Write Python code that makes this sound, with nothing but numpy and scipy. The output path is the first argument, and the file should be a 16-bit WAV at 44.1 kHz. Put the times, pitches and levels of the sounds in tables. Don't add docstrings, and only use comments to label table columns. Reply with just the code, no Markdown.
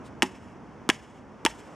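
import sys
import numpy as np
from scipy import signal
from scipy.fft import rfft, irfft, next_fast_len
from scipy.io import wavfile
from scipy.ndimage import map_coordinates

SR = 44100
rng = np.random.default_rng(int(sys.argv[2]) if len(sys.argv) > 2 else 0)


def to_wav(sig):
    pcm = np.clip(np.atleast_2d(sig), -1, 1) * 32767
    pcm = np.round(pcm).astype(np.int16)
    wavfile.write(sys.argv[1], SR, pcm.T)


N = 77175

# t/s, crack/dB, ring/dB, hollow note/dB, its f/Hz, two favoured f/Hz, chatter/dB
BODY_HITS = [(0.2227, 19.3, -26, -16, 944, 1910, 2820, 1.3),
             (.9001, 19, -28.5, -26.5, 804, 1660, 3500, 4.2),
             (1.4623, 16.3, -27, -16.5, 905, 3240, 2980, 3.4)]
# t/s, tick/dB, tilt/(dB per octave), rattle/dB, thump/dB, its f/Hz, its rise/s, shaft/dB
KNOB_HITS = [(.2290, 7.5, 0.1, -21, -14.5, 306, 0.00365, -26.5),
             (0.8911, 12, 0, -18, -11.5, 305, 0.003, -63), (1.4512, 15, 1.5, -20.5, -14, 306, 0.003, -55)]
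# f/Hz, level/dB, t60/s
SHELL_MODES = [(568, -4.5, 0.034), (1001, -6, 0.066), (1073, -9, 0.046), (1280, -29, 0.026),
               (1400, 2, 0.027), (1630, -1, 0.046), (1880, -3.5, 0.066), (2120, -34, 0.059),
               (2420, -23, 0.02), (2524, 4.5, 0.017), (2670, -3.5, 0.051), (2827, 0, 0.021),
               (2880, 6.5, 0.023), (3160, -4, 0.038), (3235, -5.5, .036), (3463, 4, 0.017),
               (5250, 2.5, 0.017), (5700, -5, 0.035), (6330, -9, 0.027)]
SHAFT_MODES = [(195, -9.5, 0.24), (260.5, 6, 0.098), (377, -6, 0.25), (433, -4, 0.046), (843, 4, 0.076)]
# f/Hz, level/dB
CRACK_COLOUR = [(100, -39.5), (450, -8.5), (700, -11), (1050, -8.5), (1600, -1), (2400, -0.5), (3200, -2.5),
                (4100, -18.5), (5600, -13.5), (9500, -22), (13000, -32.5), (16000, -55)]
BUZZ_COLOUR = [(100, -21), (450, -0.5), (650, -7.5), (900, -4.5), (1600, -0.5), (2300, -0.5), (3200, -8),
               (4100, -20), (5800, -15.5), (10000, -20.5), (13000, -36), (16000, -41)]
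TICK_COLOUR = [(100, -33), (600, -7), (1100, -10.5), (2000, -9), (3300, -3.5), (4200, -8.5), (6000, -7),
               (8500, -10), (11000, -19.5), (13500, -24.5), (16000, -15)]
RATTLE_COLOUR = [(100, -43), (700, 9.5), (1100, 14), (1700, 1.5), (3300, 5), (4200, -6), (6000, -3.5),
                 (9000, -9), (13000, -22.5), (16000, -45)]
# delay/s, spread/s, level/dB
REFLECTIONS = [(.038, .018, -23), (.095, 0.011, -38.5), (.141, .015, -33), (.197, 0.022, -39.5),
               (.26, 0.045, -37.5)]
# f/Hz, level/dB
REFLECTION_COLOUR = [(100, -4), (400, -12), (1000, -7), (2000, 0.5), (3000, -3), (4000, -2.5), (7000, 2),
                     (11000, -2), (16000, -6)]
ENGINE_COLOUR = [(15, -58), (25, -39), (53, -8.5), (85, -4.5), (149, -3.5), (185, -4), (235, -1),
                 (300, -6.5), (516, -15), (1000, -19), (3000, -89)]
TYRE_COLOUR = [(30, -37), (250, 3), (500, 1), (900, 0.5), (1400, -5), (2200, -13.5), (3100, -19.5),
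               (4030, -30.5), (5700, -23.5), (8500, -35.5), (11000, -43.5), (16000, -67)]
SHOE_COLOUR = [(200, -23), (2500, 5.5), (4000, 1), (6000, -3), (9000, -1.5), (12000, -19), (16000, -23)]
# t/s, engine rumble/dB, tyre hiss/dB
TRAFFIC_LEVELS = [(0, -45, -48), (.374, -48.5, -52), (0.812, -47.5, -50), (1.066, -51, -53),
                  (1.238, -49.5, -52.5), (1.5, -50.5, -49), (1.75, -51, -48)]
# f/Hz, coherence (0 to 1)
REFLECTION_COHERENCE = [(100, 0.92), (1500, 0.99), (5000, 1), (12000, 1)]
TRAFFIC_COHERENCE = [(30, 0.91), (120, 0.86), (300, 0.81), (1000, 0.97), (4000, 0.88), (12000, 0.96)]
# f/Hz, left minus right/dB
MIC_BALANCE = [(25, 5), (60, -3), (125, -1.8), (250, -1.2), (600, -0.45), (12000, 0.5)]
# f/Hz, left lead/rad
MIC_PHASE = [(20, -0.29), (300, -0.24), (1000, -0.39), (2500, 0.014), (4000, 0.31), (5600, 0.33),
             (10000, .35), (12000, 0.99), (16000, 0)]
# f/Hz, level/dB
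MIC_TREBLE = [(12500, 0), (13800, 3), (14600, -34), (16500, -24)]

BUILD_S = 0.002
FAVOUR_DB, FAVOUR_OCTAVES = 7, .06
BUZZ_OVER_RING_DB, BUZZ_T60_S, HOLLOW_T60_S = 2, 0.047, 0.051
CHATTER_DELAY_S, CHATTER_DB_PER_OCTAVE = 0.004, 2.5
RATTLE_T60_S, GRIT_DB, GRIT_T60_S = 0.038, -38.5, 0.18
TAIL_DB, TAIL_T60_S = -27.5, 0.65
PATCHY_DB, PATCHES_PER_S = 2, 91.7
ECHO_REDRAW_S = .6
PEAK_LIMIT, LIMIT_HARDNESS, TOP_HZ = .92, 8, 16500


def club_body():
    out = np.zeros(N)
    for s, crack_db, ring_db, hollow_db, hollow_hz, *spots_hz, chatter_db in BODY_HITS:
        favour = lambda hz: sum(bell(np.log2(hz / spot), 0, FAVOUR_OCTAVES) for spot in spots_hz)
        modes = [(hz, db + FAVOUR_DB * favour(hz), t60) for hz, db, t60 in SHELL_MODES]
        shell = amp(ring_db) * ring(modes)
        buzz = amp(ring_db + BUZZ_OVER_RING_DB) * noise(BUZZ_COLOUR) * fade(BUZZ_T60_S)
        hollow = ring([(hollow_hz, hollow_db, HOLLOW_T60_S)])
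        crack = amp(crack_db) * click(CRACK_COLOUR)
        chatter = amp(chatter_db) * click(BUZZ_COLOUR, CHATTER_DB_PER_OCTAVE)
        add(out, s, crack + (shell + buzz + hollow) * (1 - fade(BUILD_S)))
        add(out, s + CHATTER_DELAY_S, chatter)
    return out


def club_knob():
    out, t = np.zeros(N), clock()
    for s, tick_db, tilt, rattle_db, thump_db, hz, rise_s, shaft_db in KNOB_HITS:
        tick = amp(tick_db) * click(TICK_COLOUR, tilt)
        rattle = amp(rattle_db) * noise(RATTLE_COLOUR) * fade(RATTLE_T60_S)
        squash = (t / rise_s * np.exp(1 - t / rise_s)) ** 2.92
        thump = -amp(thump_db) * squash * np.cos(2 * np.pi * hz * (t - rise_s))
        grit = amp(GRIT_DB) * noise(RATTLE_COLOUR) * fade(GRIT_T60_S)
        shaft = amp(shaft_db) * ring(SHAFT_MODES) * (1 - fade(BUILD_S))
        add(out, s, tick + rattle + thump + grit + shaft)
    return out


def surroundings(x):
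    shapes = [(bell(clock(), delay, spread), db) for delay, spread, db in REFLECTIONS]
    shapes.append((fade(TAIL_T60_S) * (1 - fade(0.035)), TAIL_DB))
    power = sum((amp(db) * unit(shape)) ** 2 for shape, db in shapes) / N
    scatter = rng.standard_normal((2, N)) * np.sqrt(power) * amp(PATCHY_DB * wobble(PATCHES_PER_S))
    response = stereo(scatter, REFLECTION_COLOUR, REFLECTION_COHERENCE)
    return signal.fftconvolve(x[None], response, axes=1)[:, :N]


def traffic():
    out = np.zeros((2, N))
    times, *levels = np.transpose(TRAFFIC_LEVELS)
    for db, colour in zip(levels, (ENGINE_COLOUR, TYRE_COLOUR)):
        wash = unit(stereo(rng.standard_normal((2, N)), colour, TRAFFIC_COHERENCE))
        out += amp(np.interp(clock(), times, db)) * wash
    return out


def shoe_scuff(at_s=.065, width_s=0.014, db=-57):
    return amp(db) * bell(clock(), at_s, width_s) * noise(SHOE_COLOUR)


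def breeze(at_s=1.51, width_s=.028, db=-47, hz=55):
    return amp(db) * bell(clock(), at_s, width_s) * np.sin(2 * np.pi * hz * clock())


def amp(db):
    return 10 ** (np.asarray(db) / 20)


def unit(x):
    return x / np.sqrt(np.mean(x ** 2) + 1e-20)


def along(points, hz):
    f, v = np.transpose(points)
    return np.interp(np.log(hz + 1), np.log(f + 1), v)


def filtered(x, response):
    size = next_fast_len(N + SR // 2)
    return irfft(rfft(x, size) * response(np.fft.rfftfreq(size, 1 / SR)), size)[..., :N]


def noise(colour):
    return unit(filtered(rng.standard_normal(N), lambda hz: amp(along(colour, hz))))


def clock():
    return np.arange(N) / SR


def fade(t60):
    return np.exp(-np.log(1000) * clock() / t60)


def bell(x, centre, width):
    return np.exp(-.5 * ((x - centre) / width) ** 2)


def wobble(rate):
    return map_coordinates(rng.standard_normal(N // 20), [clock() * rate])


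def click(colour, db_per_octave=0):
    size = 4096
    hz = np.fft.rfftfreq(size, 1 / SR)
    db = along(colour, hz) + db_per_octave * np.log2((hz + 200) / 3000)
    cepstrum = irfft(np.log(amp(db)))
    cepstrum[1:size // 2] *= 2
    cepstrum[size // 2 + 1:] = 0
    return np.pad(irfft(np.exp(rfft(cepstrum))), (0, N - size))


def ring(modes, scatter_db=1):
    out = np.zeros(N)
    for k, (hz, db, t60) in enumerate(modes):
        gain = (-1) ** k * amp(db + scatter_db * rng.standard_normal())
        out += gain * fade(t60) * np.sin(2 * np.pi * hz * clock())
    return out


def add(track, s, sound):
    start = round(s * SR)
    track[start:] += sound[:N - start]


def stereo(pair, colour, coherence):
    def response(hz):
        angle = np.arccos(np.clip(along(coherence, hz), -1, 1)) / 2
        return amp(along(colour, hz)) * [np.cos(angle), np.sin(angle)]
    mid, side = filtered(pair, response)
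    return np.array([mid + side, mid - side])


def scene():
    club = club_knob() + club_body()
    stretch = clock() // ECHO_REDRAW_S
    echoes = sum(surroundings(club * (stretch == k)) for k in np.unique(stretch))
    return club + echoes + traffic() + shoe_scuff() + breeze()


def record(dry):
    sides = np.array([[.5], [-.5]])
    ports = lambda hz: amp(sides * along(MIC_BALANCE, hz)) * np.exp(1j * sides * along(MIC_PHASE, hz))
    picked_up = filtered(dry, ports)
    rounded = picked_up / (1 + np.abs(picked_up / PEAK_LIMIT) ** LIMIT_HARDNESS) ** (1 / LIMIT_HARDNESS)
    return filtered(rounded, lambda hz: amp(along(MIC_TREBLE, hz)) * (hz < TOP_HZ))


dry = scene()
out = record(dry)
to_wav(out)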